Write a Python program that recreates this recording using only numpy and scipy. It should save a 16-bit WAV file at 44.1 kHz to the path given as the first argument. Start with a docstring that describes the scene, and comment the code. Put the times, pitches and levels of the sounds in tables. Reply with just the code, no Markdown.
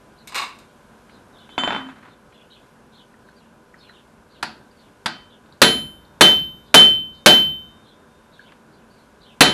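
"""Smith at the anvil

A tool drops on clutter, a hammer bounces to rest on the anvil, then two light taps and five hard blows
drive a chisel into a hot bar. Contacts are coloured noise bursts with a noise tail; struck steel is decaying
sines. Hard blows overload the microphone. A forge blower (filtered noise, wavering tones) hums and hisses;
sparrows (gliding, fluttering sines) chirp far outside.
"""
import sys
import numpy as np
from scipy import signal
from scipy.fft import rfft, irfft, next_fast_len
from scipy.io import wavfile
from scipy.ndimage import map_coordinates

SR = 44100
rng = np.random.default_rng(int(sys.argv[2]) if len(sys.argv) > 2 else 0)


def field_ratio(decibels):
    """Amplitude ratio for a level in dB (20 dB per decade); scalars and array-likes work."""
    return 10 ** (np.asarray(decibels, dtype=float) / 20)


def put_to_file(sound):
    """Save the sound as 16-bit audio at rate SR, in the file named by the first command-line argument."""
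    columns = np.atleast_2d(sound).T  # one column per channel
    safe = np.clip(columns, -1, 1)
    whole_steps = np.round(safe * 32767)
    wavfile.write(sys.argv[1], SR, whole_steps.astype(np.int16))


N = 420273

# hammer on chisel: (time [s], blow level [dB], head note [dB], note t60 [s], steel modes [dB],
# strike spot [-1..1], head tilt [-1..1], steel fade [dB/s^2], loose bar [dB])
BLOWS = [(4.427, -19.5, -78, .67, -30, 0, 0, 30, -70.5), (5.059, -16.5, -34, 0.7, -33.5, 0, 0, 30, -65),
         (5.617, 1.5, -5.5, 0.62, -0.5, 1, 0, 6, -55.5), (6.209, 2, 4, 0.56, -1, -0.46, .2, 59.5, -50),
         (6.742, 3, 7, 0.64, -1.5, -0.54, -.3, 89, -46), (7.26, 3.5, 2.5, 0.73, -3, -0.66, 1, 91, -44.5),
         (9.407, 3.5, -4.5, 0.45, -9.5, 0.6, -.6, 60, -50)]
# hammer head landing on the anvil face: (time [s], level [dB], steel modes re level [dB],
# head note [dB], head upper note [dB])
BOUNCES = [(1.492, -29, -19, -47, -53), (1.580, -3, -22.5, -20, -25), (1.636, -4.5, -26.5, -16.5, -28),
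           (1.6765, -4, -37, -20.5, -25), (1.7064, -6.5, -37, -39, -26), (1.7306, -10.5, -33, -30, -31),
           (1.7485, -10, -35, -24.5, -38.5), (1.7635, -10, -34, -36.5, -34), (1.8676, -32, -20, -60, -60),
           (1.889, -30.5, -29, -58, -60)]
# small landings counted back from the eighth bounce: (first time step [s], next step / step [ratio],
# level [dB], loss per landing [dB], steel modes re level [dB])
SMALL_LANDINGS = (-0.04, 0.96, -11, 3.5, -39)

# spectra of hard blow, light tap, head landing, clutter, blower: (frequency [Hz], relative density [dB])
CRASH = [(25, -32.5), (90, -21.5), (160, -10.5), (230, -6.5), (330, -5), (500, -4), (1100, -9),
         (1600, -5.5), (2400, -9), (4000, -8.5), (5200, -15), (8000, -18.5), (12500, -20.5), (13500, -42),
         (20000, -62)]
TAP = [(35, -51), (60, -24), (247, -1.5), (512, -18.5), (601, -7), (993, 0), (1060, -7), (1530, 0.5),
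       (2110, -8.5), (4470, -9.5), (6300, -23), (11400, -25), (14000, -75)]
KNOCK = [(29, -62), (60, -32), (243, -2), (452, -15), (1010, -3.5), (1600, -5.5), (2800, -16.5),
         (3700, -20), (5500, -35), (10700, -43), (14000, -100)]
CLATTER = [(120, -53), (200, -26), (629, -14), (1030, -4.5), (1600, -10.5), (2580, -8.5), (3240, -19.5),
           (4000, -19.5), (8690, -20.5), (9830, -39), (11900, -20.5), (12800, -34), (13500, -80)]
BLOWER = [(20, -25.5), (45, -4), (108, -6.5), (139, -3), (220, -4), (270, -5), (692, -9.5), (1650, -13.5),
          (2050, -25.5), (3100, -28.5), (4660, -33), (12100, -37.5), (13000, -46.5), (14000, -72)]

# blower duct resonances: (frequency [Hz], width [Hz], relative level [dB])
DUCT = [(223, 28, -4), (1024, 18, -7.5), (1560, 87, -6.5)]
# motor and blade tones: (frequency [Hz], level [dB])
HUM = [(226.1, -65), (398.4, -68), (495.3, -68), (586.8, -70), (931.3, -72.5), (1007, -67), (1082, -79.5),
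       (1459, -70)]
# blower draught: (time [s], level [dB])
DRAUGHT = [(0, -52.5), (1.5, -51.5), (2.2, -54), (4, -54.5), (5.5, -54), (7.8, -54), (9.53, -54)]
# decay time of the tail by band, shortest in the treble: (frequency [Hz], t60 [s])
TAIL_T60 = [(60, 1.3), (160, 0.78), (420, 0.35), (1100, .33), (3000, 0.35), (7600, 0.29), (9500, 0.12),
            (13000, .12)]

# pushes of a tool sliding into clutter: (time [s], hold [s], level [dB])
DROP_PUSHES = [(0.27, 0.0036, -51), (0.322, .004, -48), (0.348, 0.056, -34)]
# its separate contacts: (time [s], level [dB], brightness [dB/octave])
DROP_HITS = [(0.2733, -25.5, 5.5), (0.3218, -24.5, -2), (0.3448, -16, 1), (0.3536, -12.5, 1.5),
             (0.3586, -11, 0.5), (0.3794, -13.5, 0.5), (0.3994, -19, -2), (0.414, -19, -1.5),
             (0.431, -19.5, -1.5), (0.469, -31.5, -7), (0.5872, -37, 4)]
# its resonances: (frequency [Hz], width [Hz], lift [dB])
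TOOL = [(1116, 174, 10.5), (2220, 93, 8.5), (2770, 260, 8), (3690, 340, 13), (4100, 480, 11),
        (4900, 330, 8.5), (9140, 670, 13)]
# chisel tip set on the bar and other small contacts: (time [s], level [dB], centre [Hz], width [octaves])
TICKS = [(1.095, -36, 1960, 0.93), (2.031, -40, 1410, 0.8), (2.324, -38, 1900, 1.1),
         (3.140, -38, 1610, 0.37), (3.288, -34, 1590, 0.2), (3.741, -31, 1580, 0.49),
         (3.893, -28, 1630, 0.37), (4.711, -45, 4640, 0.14), (5.459, -46.5, 3000, 0.64),
         (5.524, -37, 4160, 0.29), (5.979, -44, 3480, 0.088), (6.05, -44.5, 4130, .25),
         (8.393, -25, 1585, 0.18), (8.52, -33, 1700, 1.3)]
# sparrow notes: (time [s], length [s], centre [Hz], level [dB])
CHIRPS = [(0.163, 0.067, 4170, -56.5), (1.085, 0.092, 3910, -56), (1.325, 0.15, 3470, -52),
          (1.499, 0.053, 3540, -49), (2.072, 0.079, 3800, -59.5), (2.33, 0.043, 3690, -54),
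          (2.358, 0.09, 3130, -53.5), (2.495, 0.049, 3990, -48.5), (2.526, 0.061, 3120, -52),
          (2.586, 0.067, 3600, -65), (2.912, 0.082, 3640, -53), (2.975, 0.052, 3360, -51),
          (3.26, 0.045, 4100, -63), (3.351, 0.041, 4410, -58.5), (3.391, 0.068, 2990, -59),
          (3.771, 0.047, 4730, -56.5), (3.798, .04, 3980, -50), (3.826, 0.058, 2940, -51),
          (3.864, 0.054, 4180, -54), (3.916, 0.093, 3200, -53), (4.283, 0.12, 4000, -58),
          (4.342, 0.051, 2960, -57), (4.764, 0.051, 4300, -55), (4.806, 0.08, 3230, -59),
          (5.293, 0.064, 3480, -51), (6.648, 0.074, 3930, -56.5), (7.123, 0.073, 4370, -57.5),
          (7.838, .11, 3670, -53), (8.32, 0.044, 3810, -52.5), (8.358, 0.061, 2970, -62),
          (8.374, 0.066, 4100, -56), (8.42, 0.09, 3070, -51.5), (8.714, 0.048, 4550, -61),
          (8.774, 0.057, 2780, -62), (8.891, 0.061, 4300, -61), (8.95, .09, 4150, -64),
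          (9.201, 0.051, 3980, -51), (9.238, 0.1, 3120, -51)]

# close modes of a loose bar behind the anvil: (frequency [Hz], relative level [dB], t60 [s])
BAR = [(3651.5, 0, 2.3), (3647, -2, 1.1), (3640, -7, .8)]
# narrow resonances of anvil, block and shed: (frequency [Hz], width [Hz], lift [dB])
BODY = [(334, 14, 6), (377, 14, 7), (454, 14, 9), (598, 16, 12), (740, 30, 9), (888, 16, 9), (985, 22, 7),
        (1264, 24, 8), (1480, 30, 4), (1572, 30, 7), (1940, 22, 8), (2560, 60, 5), (11040, 150, 9),
        (12440, 120, 9)]
# low modes of shed and anvil block: (frequency [Hz], level re blow [dB], t60 [s])
BOOM = [(47.5, -51, 1.1), (61, -42.5, 1.3), (73, -48.5, 1.2), (85, -45.5, 1.4), (96, -52, .7),
        (152, -31, 0.55), (156, -32, 0.74), (189, -23.5, .3), (215.5, -26.5, 0.57), (227, -26.5, 0.58),
        (263, -25, 0.47), (293, -31.5, 0.18)]
# broad clang of the chisel: (frequency [Hz], width [Hz], lift [dB], lift change with strike spot [dB])
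CHISEL = (4120, 420, 7, 4)
# the same under a light tap: (frequency [Hz], width [Hz], lift [dB])
TAP_CLANG = (4600, 900, 7)
# dead contact of head on face: (nominal frequency [Hz], relative level [dB], t60 [s])
HEAD_ON_FACE = [(900, -4, .011), (1500, -6, .009), (2300, -8, .008), (3500, -11, .007)]
# anvil and tool modes: (frequency [Hz])
STEEL_HZ = [2579, 3531, 4140, 4600, 6148, 6290, 6842, 7106, 7545, 7830, 8409, 8770, 8995, 9238, 9445, 10478,
            10640, 10981, 11440, 12381, 12450, 12700]
# for each: (relative level [dB], t60 at spot 0 [s], change with strike spot [dB], with head tilt [dB],
# when the face is hit directly [dB])
STEEL = [(-24, 0.11, 0.5, 0, 23), (-13.5, 0.36, -2.5, -0.5, -12), (-24.5, 0.22, 3, 1, 2),
         (-25, 0.19, -3.5, -1, 6), (-33.5, 0.24, -2.5, 2.5, 1), (-37.5, 0.22, 3.5, 0.5, 11),
         (-38.5, .2, -2, -0.5, 18), (-30, 0.35, 2.5, -0.5, 11.5), (-38.5, 0.32, 4.5, 0, 14),
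         (-30.5, .22, -0.5, -1, 4), (-25, 0.13, -4, -6, -5), (-32, 0.14, -3, 1, -8),
         (-28.5, 0.1, -1, 0, -10), (-31, 0.17, -1, 0, -19), (-38, 0.39, 0.5, -3, -9),
         (-25.5, 0.33, 4.5, -6, -7), (-35.5, .26, 3.5, -3, 0), (-21.5, 0.33, -5, 0, -10),
         (-38.5, 0.88, -8, 0.5, -16), (-30, .8, -1, 4.5, -28), (-39, .25, -1.5, 4.5, -20),
         (-63.5, .8, -2, 14.5, -18)]
# block under the anvil, rung by a landing: (frequency [Hz], level re landing [dB], t60 [s])
BLOCK = [(262.5, -27, 0.27)]
# sustained hum of that block: (time [s], hold [s], level [dB])
BLOCK_HUM = [(1.81, 0.042, -35)]
# hammer dragged on the face: (time [s], hold [s], level [dB])
SLIDE = [(1.79, .01, -43), (1.88, 0.013, -43.5), (1.95, 0.011, -47), (2.02, 0.055, -49.5)]
# upper note of the hammer head: (frequency [Hz], t60 [s])
UPPER_NOTE = (3520, .16)

NOTE_HZ, NOTE_RISE_S = 3074.5, 0.045  # hammer head note; build-up after a blow
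SWING_AWAY_DB_PER_S2 = 75  # note loss as the head swings away
LANDED_T60_S, LANDED_RISE_S = 0.9, 0.0072  # the same note while the head is near the face
BODY_RING_DB = -32  # clear tones at the body resonances
LASTS_PER_DB = 0.09  # a mode favoured by the strike spot also rings longer
GRIT_PER_S = 460  # grains in the drop's scrape
HISS_DB = -10.5  # re draught
LEVEL_HZ, FALL_PER_S, FLUTTER_HZ = 4300, 5, 346  # chirps fall faster the farther below LEVEL_HZ
TOP_HZ = 14500


def unit(x):
    """Scale to rms 1."""
    return x / np.sqrt(np.mean(x ** 2) + 1e-20)


def along(points, hz):
    """Read (frequency, value) points on a log frequency axis."""
    f, v = np.transpose(points)
    return np.interp(np.log(hz + 1), np.log(f + 1), v)


def curves(rows):
    """One value per sample for each column after the time."""
    s, *cols = np.transpose(rows)
    return [np.interp(np.arange(N) / SR, s, c) for c in cols]


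def wobble(knots_per_s):
    """Smooth random curve."""
    knots = rng.standard_normal(int(N * knots_per_s / SR) + 4)
    return map_coordinates(knots, [np.arange(N) * knots_per_s / SR])


def noise(gain):
    """Steady noise of rms 1 with a gain for each frequency."""
    m = next_fast_len(N)
    spectrum = rfft(rng.standard_normal(m)) * gain(np.fft.rfftfreq(m, 1 / SR))
    return unit(irfft(spectrum, m)[:N])


def add(out, s, sound):
    """Mix a sound in at time s."""
    part = out[round(s * SR):][:len(sound)]
    part += sound[:len(part)]


def peaks_db(modes, hz):
    """Bell-shaped lifts around each resonance."""
    return sum(db / (1 + (2 * (hz - c) / w) ** 2) for c, w, db in modes)


def strokes(rows, attack_s, release_db_per_s):
    """Envelope of pushes: each rises, holds and dies away."""
    t = np.arange(N) / SR
    pushes = []
    for s, hold, db in rows:
        released_s = (t - s - attack_s - hold).clip(0)
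        pushes.append(np.clip((t - s) / attack_s, 0, 1) * field_ratio(db - release_db_per_s * released_s))
    return np.max(pushes, axis=0)


def impact(colour_db, crack_t60_s, tail_db, modes=()):
    """Coloured noise burst: direct crack, then a noise tail dying band by band, lifted at the modes."""
    hz, t, z = signal.stft(rng.standard_normal(SR), SR, nperseg=512)
    decayed = z * field_ratio(-60 * t / along(TAIL_T60, hz)[:, None])
    tail = signal.istft(decayed, SR, nperseg=512)[1][:SR]

    hz, t = np.fft.rfftfreq(2 * SR, 1 / SR), np.arange(SR) / SR
    gain = field_ratio(colour_db(hz))
    gain = gain / np.sqrt(np.mean(gain ** 2))
    direct = irfft(rfft(rng.standard_normal(SR), 2 * SR) * gain)[:SR]
    tail = irfft(rfft(tail, 2 * SR) * gain * field_ratio(peaks_db(modes, hz)))[:SR]
    crack = (1 - np.exp(-t / 0.00047)) * field_ratio(-60 * t / crack_t60_s) * direct
    return crack + field_ratio(tail_db) * (1 - np.exp(-t / 0.0014)) * tail


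def ringing(modes, rise_s, scatter_db=3.0, phase_spread=3):
    """Decaying sines at fresh random strengths and phases."""
    t = np.arange(SR) / SR
    hz, db, t60 = np.transpose(modes)[:, :, None]
    luck = rng.standard_normal((2, len(modes), 1))
    envelope = field_ratio(db + scatter_db * luck[0] - 60 * t / t60)
    tones = envelope * np.sin(2 * np.pi * hz * t + phase_spread * luck[1])
    return tones.sum(0) * (1 - np.exp(-t / rise_s))


def anvil(modes_db, spot, tilt, face):
    """Steel modes, weighted by where and how squarely the steel is struck."""
    modes = []
    for hz, (db, t60, lean, skew, direct) in zip(STEEL_HZ, STEEL):
        level_db = modes_db + db + spot * lean + tilt * skew + face * direct
        modes.append((hz, level_db, t60 * np.exp(LASTS_PER_DB * spot * lean)))
    return ringing(modes, rise_s=0.0033)


def blows():
    """Light taps click; hard blows crash, ring the steel and leave the head singing as it swings away."""
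    out, t = np.zeros(N), np.arange(SR) / SR
    for s, db, note_db, t60, modes_db, spot, tilt, fade_db, _ in BLOWS:
        hard = db > -10
        colour = lambda hz: along(CRASH if hard else TAP, hz)
        if hard:
            clang = (*CHISEL[:2], CHISEL[2] + spot * CHISEL[3])
            crash = impact(colour, crack_t60_s=0.065, tail_db=-10.5, modes=BODY + [clang])
        else:
            crash = field_ratio(4.5) * impact(colour, crack_t60_s=0.058, tail_db=-15.0, modes=BODY + [TAP_CLANG])
        note = field_ratio(note_db - 60 * t / t60 - SWING_AWAY_DB_PER_S2 * t ** 2)
        note = note * (1 - np.exp(-t / NOTE_RISE_S)) * np.sin(2 * np.pi * NOTE_HZ * t)
        body_modes = [(hz, lift + colour(hz) + BODY_RING_DB, along(TAIL_T60, hz)) for hz, _, lift in BODY]
        body = ringing(body_modes, rise_s=0.003)
        boom = field_ratio(0 if hard else -3) * ringing(BOOM, rise_s=0.0024, scatter_db=1.7, phase_spread=0.21)
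        steel = field_ratio(-abs(fade_db) * t ** 2) * anvil(modes_db, spot, tilt, 0 if hard else .45)
        add(out, s, field_ratio(db) * (crash + body + boom) + note + steel)
    return out


def bar():
    """Every blow shakes the loose bar, whose close modes ring long and beat; its level wavers at random."""
    out, t = np.zeros(N), np.arange(2 * SR) / SR
    song = sum(field_ratio(db - 60 * t / t60) * np.sin(2 * np.pi * hz * t) for hz, db, t60 in BAR)
    song = song * (1 - np.exp(-t / .08))
    for s, *_, db in BLOWS:
        add(out, s, field_ratio(db) * song)
    return out * field_ratio(3 * wobble(14))


def small_landings():
    """Rows like BOUNCES: going back from the eighth, knock and upper note weaken, head note strengthens."""
    step_s, ratio, first_db, loss_db, modes_db = SMALL_LANDINGS
    start_s, *_, note_db, upper_db = BOUNCES[7]
    offsets_s = step_s * np.cumsum(ratio ** np.arange(5))
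    return [(start_s + a, first_db - loss_db * k, modes_db, note_db - 60 * a / LANDED_T60_S,
             upper_db - loss_db * k) for k, a in enumerate(offsets_s)]


def bounces():
    """Each landing of the heavy head is a short dull knock ringing head, anvil and block; a scrape follows."""
    out, note = np.zeros(N), np.zeros(N)
    t, long = np.arange(SR // 20) / SR, np.arange(SR // 2) / SR
    contact = np.sin(np.pi / 2 * np.clip(t / .0004, 0, 1)) ** 2
    for s, db, modes_db, note_db, upper_db in sorted(BOUNCES + small_landings()):
        detune = 1 + .08 * rng.standard_normal(len(HEAD_ON_FACE))  # the head never lands quite the same way
        knock = sum(field_ratio(level - 60 * t / t60) * np.sin(2 * np.pi * hz * k * t)
                    for (hz, level, t60), k in zip(HEAD_ON_FACE, detune))
        add(out, s - .0003, field_ratio(db + 1.0) * contact * knock)
        thud = impact(lambda hz: along(KNOCK, hz), crack_t60_s=0.029, tail_db=-6, modes=BODY)
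        add(out, s, field_ratio(db - 17.5) * thud)
        steel = anvil(db + modes_db, 0, 0, 0.95)
        block = field_ratio(db) * ringing(BLOCK, rise_s=0.001)
        upper = ringing([(UPPER_NOTE[0], upper_db, UPPER_NOTE[1])], rise_s=0.003)
        add(out, s, steel + block + upper)
        # a landing chokes the old note and starts a new one
        before = note[round(s * SR)]
        choke = np.exp(-long / LANDED_RISE_S)
        fresh = field_ratio(note_db - 60 * long / LANDED_T60_S) * (1 - choke)
        note[round(s * SR):][:len(long)] = before * choke + fresh
    t = np.arange(N) / SR
    head = note * np.sin(2 * np.pi * NOTE_HZ * t)
    scrape = unit(field_ratio(2.1 * wobble(90)) * noise(lambda hz: field_ratio(along(KNOCK, hz))))
    hum = strokes(BLOCK_HUM, 0.017, 200) * np.sin(2 * np.pi * BLOCK[0][0] * t)
    return out + head + hum + strokes(SLIDE, 0.0087, 240) * scrape


def drop():
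    """Separate contacts over a gritty scrape, both through the tool's resonances."""
    colour = lambda hz: field_ratio(along(CLATTER, hz) + peaks_db(TOOL, hz))
    grains = (rng.random(N) < GRIT_PER_S / SR) * rng.standard_normal(N) * field_ratio(4.5 * wobble(57))
    grit = unit(irfft(rfft(grains) * colour(np.fft.rfftfreq(N, 1 / SR)), N))
    scrape = unit(grit + field_ratio(-2) * noise(colour))
    out = strokes(DROP_PUSHES, .012, 170) * scrape
    for s, db, bright in DROP_HITS:
        tint = lambda hz: along(CLATTER, hz) + bright * np.log2(hz / 2000 + .05)
        add(out, s, field_ratio(db - 9.0) * impact(tint, crack_t60_s=0.029, tail_db=-9.5, modes=TOOL))
    return out


def ticks():
    """Small contacts, each with one resonance."""
    out = np.zeros(N)
    for s, db, centre_hz, width in TICKS:
        colour = lambda hz: np.maximum(-12 * (np.log2(hz / centre_hz + .01) / width) ** 2, -55)
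        add(out, s, field_ratio(db - 9) * impact(colour, crack_t60_s=0.034, tail_db=-17.5))
    return out


def sparrows():
    """Fluttering, gliding whistles, each smeared by its own echoes of the yard."""
    out, flutter = np.zeros(N), wobble(260)
    fade = field_ratio(-60 * np.arange(SR // 4) / SR / .15)
    for s, length, centre_hz, db in CHIRPS:
        u = np.linspace(0, 1, round(length * SR))
        glide_hz = centre_hz - FALL_PER_S * (LEVEL_HZ - centre_hz) * length * (u - .5)
        hz = glide_hz + FLUTTER_HZ * flutter[round(s * SR):][:len(u)]
        swell = np.sqrt(np.sin(np.pi * u).clip(0))
        note = field_ratio(db) * swell * np.sin(2 * np.pi * np.cumsum(hz) / SR)
        echoes = rng.standard_normal(len(fade)) * fade / np.linalg.norm(fade)
        add(out, s, signal.fftconvolve(note, echoes))
    return out


def forge():
    """Air roars through the duct's resonances, hisses in the coals, and the motor hums unsteadily."""
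    t = np.arange(N) / SR
    draught_db, = curves(DRAUGHT)
    duct = lambda f: 1 + 1.1 * sum(field_ratio(db) / (1 + (2 * (f - c) / w) ** 2) for c, w, db in DUCT)
    roar = noise(lambda hz: field_ratio(along(BLOWER, hz)) * duct(hz) * (hz < 2000))
    hiss = noise(lambda hz: field_ratio(along(BLOWER, hz)) * (hz >= 2000))
    hum = sum(field_ratio(db + 3.5 + 0.82 * wobble(6.5)) * np.sin(2 * np.pi * hz * t + 0.5 * wobble(1.7))
              for hz, db in HUM)
    roar = field_ratio(draught_db + 1.08 + .8 * wobble(13)) * roar
    hiss = field_ratio(draught_db + HISS_DB + .6 * wobble(6)) * hiss
    return roar + hiss + hum


def scene():
    """Everything at one microphone."""
    return (blows() + bar() + bounces() + drop() + ticks() + sparrows() + forge())[None]


def low_pass(x):
    """Removes everything above the highest recorded frequency."""
    return signal.sosfilt(signal.butter(12, 15940, fs=SR, output="sos"), x)


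def record(dry):
    """Hard blows clip the input; the top of the band rolls off around TOP_HZ."""
    clipped = dry / (1 + np.abs(dry) ** 12) ** (1 / 12)
    rolloff = 1 + (np.fft.rfftfreq(N, 1 / SR) / TOP_HZ) ** 16
    limited = irfft(rfft(clipped) / rolloff, N)
    return low_pass(limited)


dry = scene()
out = record(dry)
put_to_file(out)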